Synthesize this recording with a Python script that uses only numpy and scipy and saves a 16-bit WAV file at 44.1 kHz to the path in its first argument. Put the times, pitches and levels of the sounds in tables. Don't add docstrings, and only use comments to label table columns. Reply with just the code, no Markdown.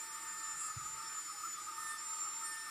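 import sys
import numpy as np
from scipy import signal
from scipy.fft import rfft, irfft
from scipy.io import wavfile
from scipy.ndimage import uniform_filter1d

SR = 44100
rng = np.random.default_rng(int(sys.argv[2]) if len(sys.argv) > 2 else 0)


def makeup_ratio(level_db):
    decades = np.asarray(level_db, float) / 20
    return 10 ** decades


def generate_wav(sig):
    pcm = np.round(np.clip(np.atleast_2d(sig).T, -1, 1) * 32767).astype(np.int16)
    wavfile.write(sys.argv[1], SR, pcm)


N = 119070
T = np.arange(N) / SR

# (frequency [Hz], relative density [dB per Hz])
RUMBLE_SPECTRUM = [(20, 2), (50, -12.5), (100, -0.5), (150, -1), (220, -14)]
# (centre [s], half length [s], rise [dB])
RUMBLE_SWELLS = [(.38, .04, 8), (.83, .04, 13), (.94, .07, 14)]
RUMBLE_DB, RUMBLE_PATCH_DB = -78.5, 2

# (frequency [Hz], relative density [dB per Hz])
HISS_SPECTRUM = [(200, -24), (742, -26), (900, -14), (1100, -23.5), (1450, -10), (1650, -15.5),
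                 (2600, -16.5), (2800, -20.5), (3890, -19.5), (5300, -15), (6590, -20.5), (8200, -14),
                 (15500, -32)]
HISS_DB, HISS_PATCH_DB = -52.5, 1.5

# (frequency [Hz], width of one pass [Hz], rms level [dB])
HOUSING_RESONANCES = [(325, 54, -73.5), (2094, 250, -68), (175.7, 10.4, -81.5), (461.3, 9.6, -84.5)]

# (start [s], length [s], frequency [Hz], level [dB])
MIC_BUMP = (.763, .023, 112, -40.5)

# (crest time [s], frequency [Hz], rms level at the crest [dB])
CATCHES = [(.55, 835, -66), (.86, 845, -66), (1.13, 1550, -62), (1.35, 825, -63), (1.56, 3505, -65),
           (1.65, 835, -66), (1.935, 3575, -62), (2.28, 825, -62)]
PING_HALF_S = 0.027

# (start [s], length [s], mid pitch [Hz], level of its main tone [dB])
CHATTER = [(.558, .152, 7608, -44)]
SQUEAL_FALL_HZ, SQUEAL_WOBBLE_HZ = 28, 24
SQUEAL_UPPER_DB, SQUEAL_THIRD_DB = -6.5, -20
SQUEAL_PEAK, SQUEAL_EDGE = 1.15, 0.6
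SQUEAL_ROUGH, SQUEAL_RASP = 0.2, 0.12

# (frequency [Hz], width before broadening [Hz], relative level [dB])
DOOR_RESONANCES = [(1252, 36, 0), (1207, 24, -6), (1338, 20, -7), (1140, 18, -15)]
DOOR_BROADENING = 1.94
# (time [s], level [dB])
DOOR_LEVEL = [(0.0, -58.5), (0.19, -50), (0.3, -53), (0.48, -49.5), (0.57, -53), (0.68, -46.5), (0.77, -50),
              (0.89, -47.5), (0.92, -56), (1.0, -47), (1.09, -53.5), (1.19, -49), (1.25, -62), (1.3, -44.5),
              (1.33, -57), (1.46, -43.5), (1.52, -56.5), (1.58, -46.5), (1.65, -55), (1.68, -46.5),
              (1.94, -47.5), (1.98, -53), (2.28, -47.5), (2.37, -57), (2.43, -48.5), (2.64, -57),
              (2.7, -45.5)]
DOOR_FLUTTER_DB, DOOR_FLUTTER_HZ, DOOR_EVEN_S = 3.5, 14, 0.06

# (time [s], mean flute rate [Hz])
FLUTE_RATE = [(0.0, 895.0), (0.06, 898.5), (0.17, 898.9), (0.5, 894.2), (0.64, 881.5), (0.73, 879.2),
              (0.94, 895.3), (1.05, 898.9), (1.21, 887.9), (1.49, 876.0), (1.56, 877.9), (1.64, 890.3),
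              (1.77, 905.0), (1.97, 895.2), (2.11, 905.1), (2.31, 906.2), (2.42, 905.8), (2.54, 897.1),
              (2.7, 897.0)]
JITTER_HZ, JITTER_RATE_HZ = 1.4, 69
# (time [s], level before waver [dB])
WHINE_LEVEL = [(0.0, -47.5), (0.11, -53), (0.46, -45.1), (0.75, -50.5), (0.92, -44.5), (1.01, -54),
               (1.17, -44), (1.35, -51.5), (1.55, -46), (1.58, -58.5), (1.65, -47.5), (1.7, -56),
               (1.84, -46.5), (1.89, -49.5), (1.97, -66), (1.99, -46), (2.28, -42), (2.31, -45.5),
               (2.4, -42.5), (2.52, -53), (2.66, -52.5), (2.7, -59)]
STACK_MULTIPLES = (1, 2, 6, 9, 10, 16)
# (time [s], then levels of multiples 1, 2, 6, 9, 10, 16 before waver [dB])
STACK_LEVELS = [(0.0, -60.5, -60.5, -65.5, -56.5, -70, -64), (0.41, -62, -54.5, -72, -59, -68, -70),
                (0.53, -61.5, -54, -57.5, -60, -71, -77), (0.65, -82, -60.5, -70, -65, -66, -67),
                (0.69, -68, -53.5, -69, -76, -69, -71), (0.79, -79, -74, -65, -63, -83, -73),
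                (0.88, -62.5, -77, -82, -61, -74.0, -71), (1.06, -59, -58.5, -56.5, -61, -67, -98),
                (1.2, -71, -60.5, -69, -62, -63.5, -66), (1.3, -98, -69, -57.5, -58.7, -65, -78),
                (1.35, -79, -64, -62, -67, -59, -70), (1.43, -95, -66, -58.5, -59, -84, -66),
                (1.54, -75, -62, -59, -67, -68, -68), (1.66, -69, -83, -69, -57, -86, -78),
                (1.76, -57.5, -59.5, -62, -61, -67, -68), (1.91, -62.5, -46.5, -63, -50, -54, -77),
                (1.97, -70.5, -52.5, -59, -62, -64, -81), (2.1, -57.5, -77, -65, -56, -75, -70),
                (2.32, -68, -64, -59.5, -61, -66, -77), (2.36, -57.5, -76, -63, -64, -89, -74),
                (2.46, -58.5, -52, -62, -51.5, -54.5, -61), (2.52, -63, -48, -56.5, -59, -53.5, -77),
                (2.7, -65.5, -54, -58.5, -59, -63, -70)]
FOURTH_DB, TWELFTH_DB = -20.5, -4
# (multiple), with (level before waver [dB])
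FAINT_MULTIPLES = (5, 7)
FAINT_LEVELS = [-81, -80]
# (level in full bite, before waver [dB])
BUZZ_MULTIPLES = (11, 13, 14, 15, 17)
BUZZ_LEVELS = [-64, -71, -72, -78, -73]
# (start [s], end [s])
SHARP_BITES = [(1.755, 1.98), (2.44, 2.75)]
BITE_EDGE_S, IDLE_DB = 0.02, -16
WHINE_WAVER_DB, LOW_WAVER_DB, UPPER_WAVER_DB, WAVER_RATE_HZ = 2, 0.7, 2.7, 25


def evened(x):
    return x / np.sqrt(np.mean(x ** 2) + 1e-20)


def column(table, index):
    rows = np.array(table)
    return np.interp(T, rows[:, 0], rows[:, index])


def wander(rate_hz):
    hz = np.fft.rfftfreq(N, 1 / SR)
    spectrum = rfft(rng.standard_normal(N)) / (1 + (hz / rate_hz) ** 4)
    return evened(irfft(spectrum, N))


def resonate(x, hz, width):
    turn = np.exp(2j * np.pi * hz * T)
    pole = np.exp(-np.pi * width / SR)
    return 2 * (turn * signal.lfilter([1 - pole], [1, -pole], x / turn)).real


def ringing(hz, width):
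    once = resonate(rng.standard_normal(N), hz, width)
    return resonate(once, hz, width)


def coloured(points, patch_db):
    real, imaginary, patches = rng.standard_normal((N // 256 + 5, 513, 3)).T
    for axis in (0, 1):
        patches = uniform_filter1d(patches, size=12, axis=axis)
    patches = evened(patches)
    hz = np.fft.rfftfreq(1024, 1 / SR)
    f, db = np.transpose(points)
    shape = np.interp(np.log(hz + 1), np.log(f + 1), db, left=-90, right=-90)
    bins = (real + 1j * imaginary) * makeup_ratio(shape[:, None] + patch_db * patches)
    return evened(signal.istft(bins, nperseg=1024, noverlap=768)[1][:N])


def rumble():
    swell_db = sum(db * np.exp(-((T - s) / half) ** 2) for s, half, db in RUMBLE_SWELLS)
    return coloured(RUMBLE_SPECTRUM, RUMBLE_PATCH_DB) * makeup_ratio(RUMBLE_DB + swell_db)


def hiss():
    return coloured(HISS_SPECTRUM, HISS_PATCH_DB) * makeup_ratio(HISS_DB)


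def housing():
    return sum(makeup_ratio(db) * evened(ringing(hz, width)) for hz, width, db in HOUSING_RESONANCES)


def thud():
    start, length, hz, db = MIC_BUMP
    progress = np.clip((T - start) / length, 0, 1)
    return -makeup_ratio(db) * np.sin(np.pi * progress) * np.sin(2 * np.pi * hz * (T - start))


def pings():
    out = np.zeros(N)
    for crest, hz, db in CATCHES:
        swell = np.exp(-((T - crest) / PING_HALF_S) ** 2)
        out += np.sqrt(2) * makeup_ratio(db) * swell * np.sin(2 * np.pi * hz * T)
    return out


def squeal(phase, start, length, hz, db):
    progress = np.clip((T - start) / length, 0, 1)
    pitch = hz - SQUEAL_FALL_HZ * (progress - 0.5) + SQUEAL_WOBBLE_HZ * wander(66)
    own = 2 * np.pi * np.cumsum(pitch) / SR
    tone = np.sin(own)
    tone += makeup_ratio(SQUEAL_UPPER_DB) * np.sin(own + 2 * phase)
    tone += makeup_ratio(SQUEAL_THIRD_DB) * np.sin(3 * phase)
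    swell = abs(np.sin(np.pi * progress ** SQUEAL_PEAK)) ** SQUEAL_EDGE
    roughness = 1 + SQUEAL_ROUGH * wander(74) + SQUEAL_RASP * wander(490)
    return np.sqrt(2) * makeup_ratio(db) * swell * roughness * tone


def door():
    ring = np.zeros(N)
    for hz, width, db in DOOR_RESONANCES:
        flutter_db = DOOR_FLUTTER_DB * wander(DOOR_FLUTTER_HZ)
        ring += makeup_ratio(db + flutter_db) * ringing(hz, width * DOOR_BROADENING)
    span = round(DOOR_EVEN_S * SR)
    power = uniform_filter1d(uniform_filter1d(ring ** 2, span), span)
    return ring / np.sqrt(abs(power) + 1e-20) * makeup_ratio(column(DOOR_LEVEL, 1))


def flute_phase():
    rate = column(FLUTE_RATE, 1) + JITTER_HZ * wander(JITTER_RATE_HZ)
    return 2 * np.pi * np.cumsum(rate) / SR


def bit(phase):
    levels = [(k, column(STACK_LEVELS, i + 1)) for i, k in enumerate(STACK_MULTIPLES)]
    bite = sum(np.clip(np.minimum(T - start, end - T) / BITE_EDGE_S, 0, 1) for start, end in SHARP_BITES)
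    levels += [(k, db + IDLE_DB * (1 - bite)) for k, db in zip(BUZZ_MULTIPLES, BUZZ_LEVELS)]
    levels += [(12, column(STACK_LEVELS, 5) + TWELFTH_DB)]
    levels += [(4, column(STACK_LEVELS, 2) + FOURTH_DB)]
    levels += list(zip(FAINT_MULTIPLES, FAINT_LEVELS))
    whine_db = column(WHINE_LEVEL, 1) + WHINE_WAVER_DB * wander(WAVER_RATE_HZ)
    out = makeup_ratio(whine_db) * np.sin(8 * phase)
    for k, db in levels:
        depth_db = LOW_WAVER_DB if k in (1, 2) else UPPER_WAVER_DB
        waver_db = depth_db * wander(WAVER_RATE_HZ)
        out += makeup_ratio(db + waver_db) * np.sin(k * phase + 2 * np.pi * rng.random())
    return np.sqrt(2) * out


def scene():
    phase = flute_phase()
    background = rumble() + hiss() + housing()
    events = thud() + pings() + squeal(phase, *CHATTER[0])
    mix = background + events + door() + bit(phase)
    return np.tile(mix, (2, 1))


def band_limit(x):
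    return signal.sosfilt(signal.butter(12, 15680, fs=SR, output="sos"), x)


def record(dry):
    return band_limit(dry)


dry = scene()
out = record(dry)
generate_wav(out)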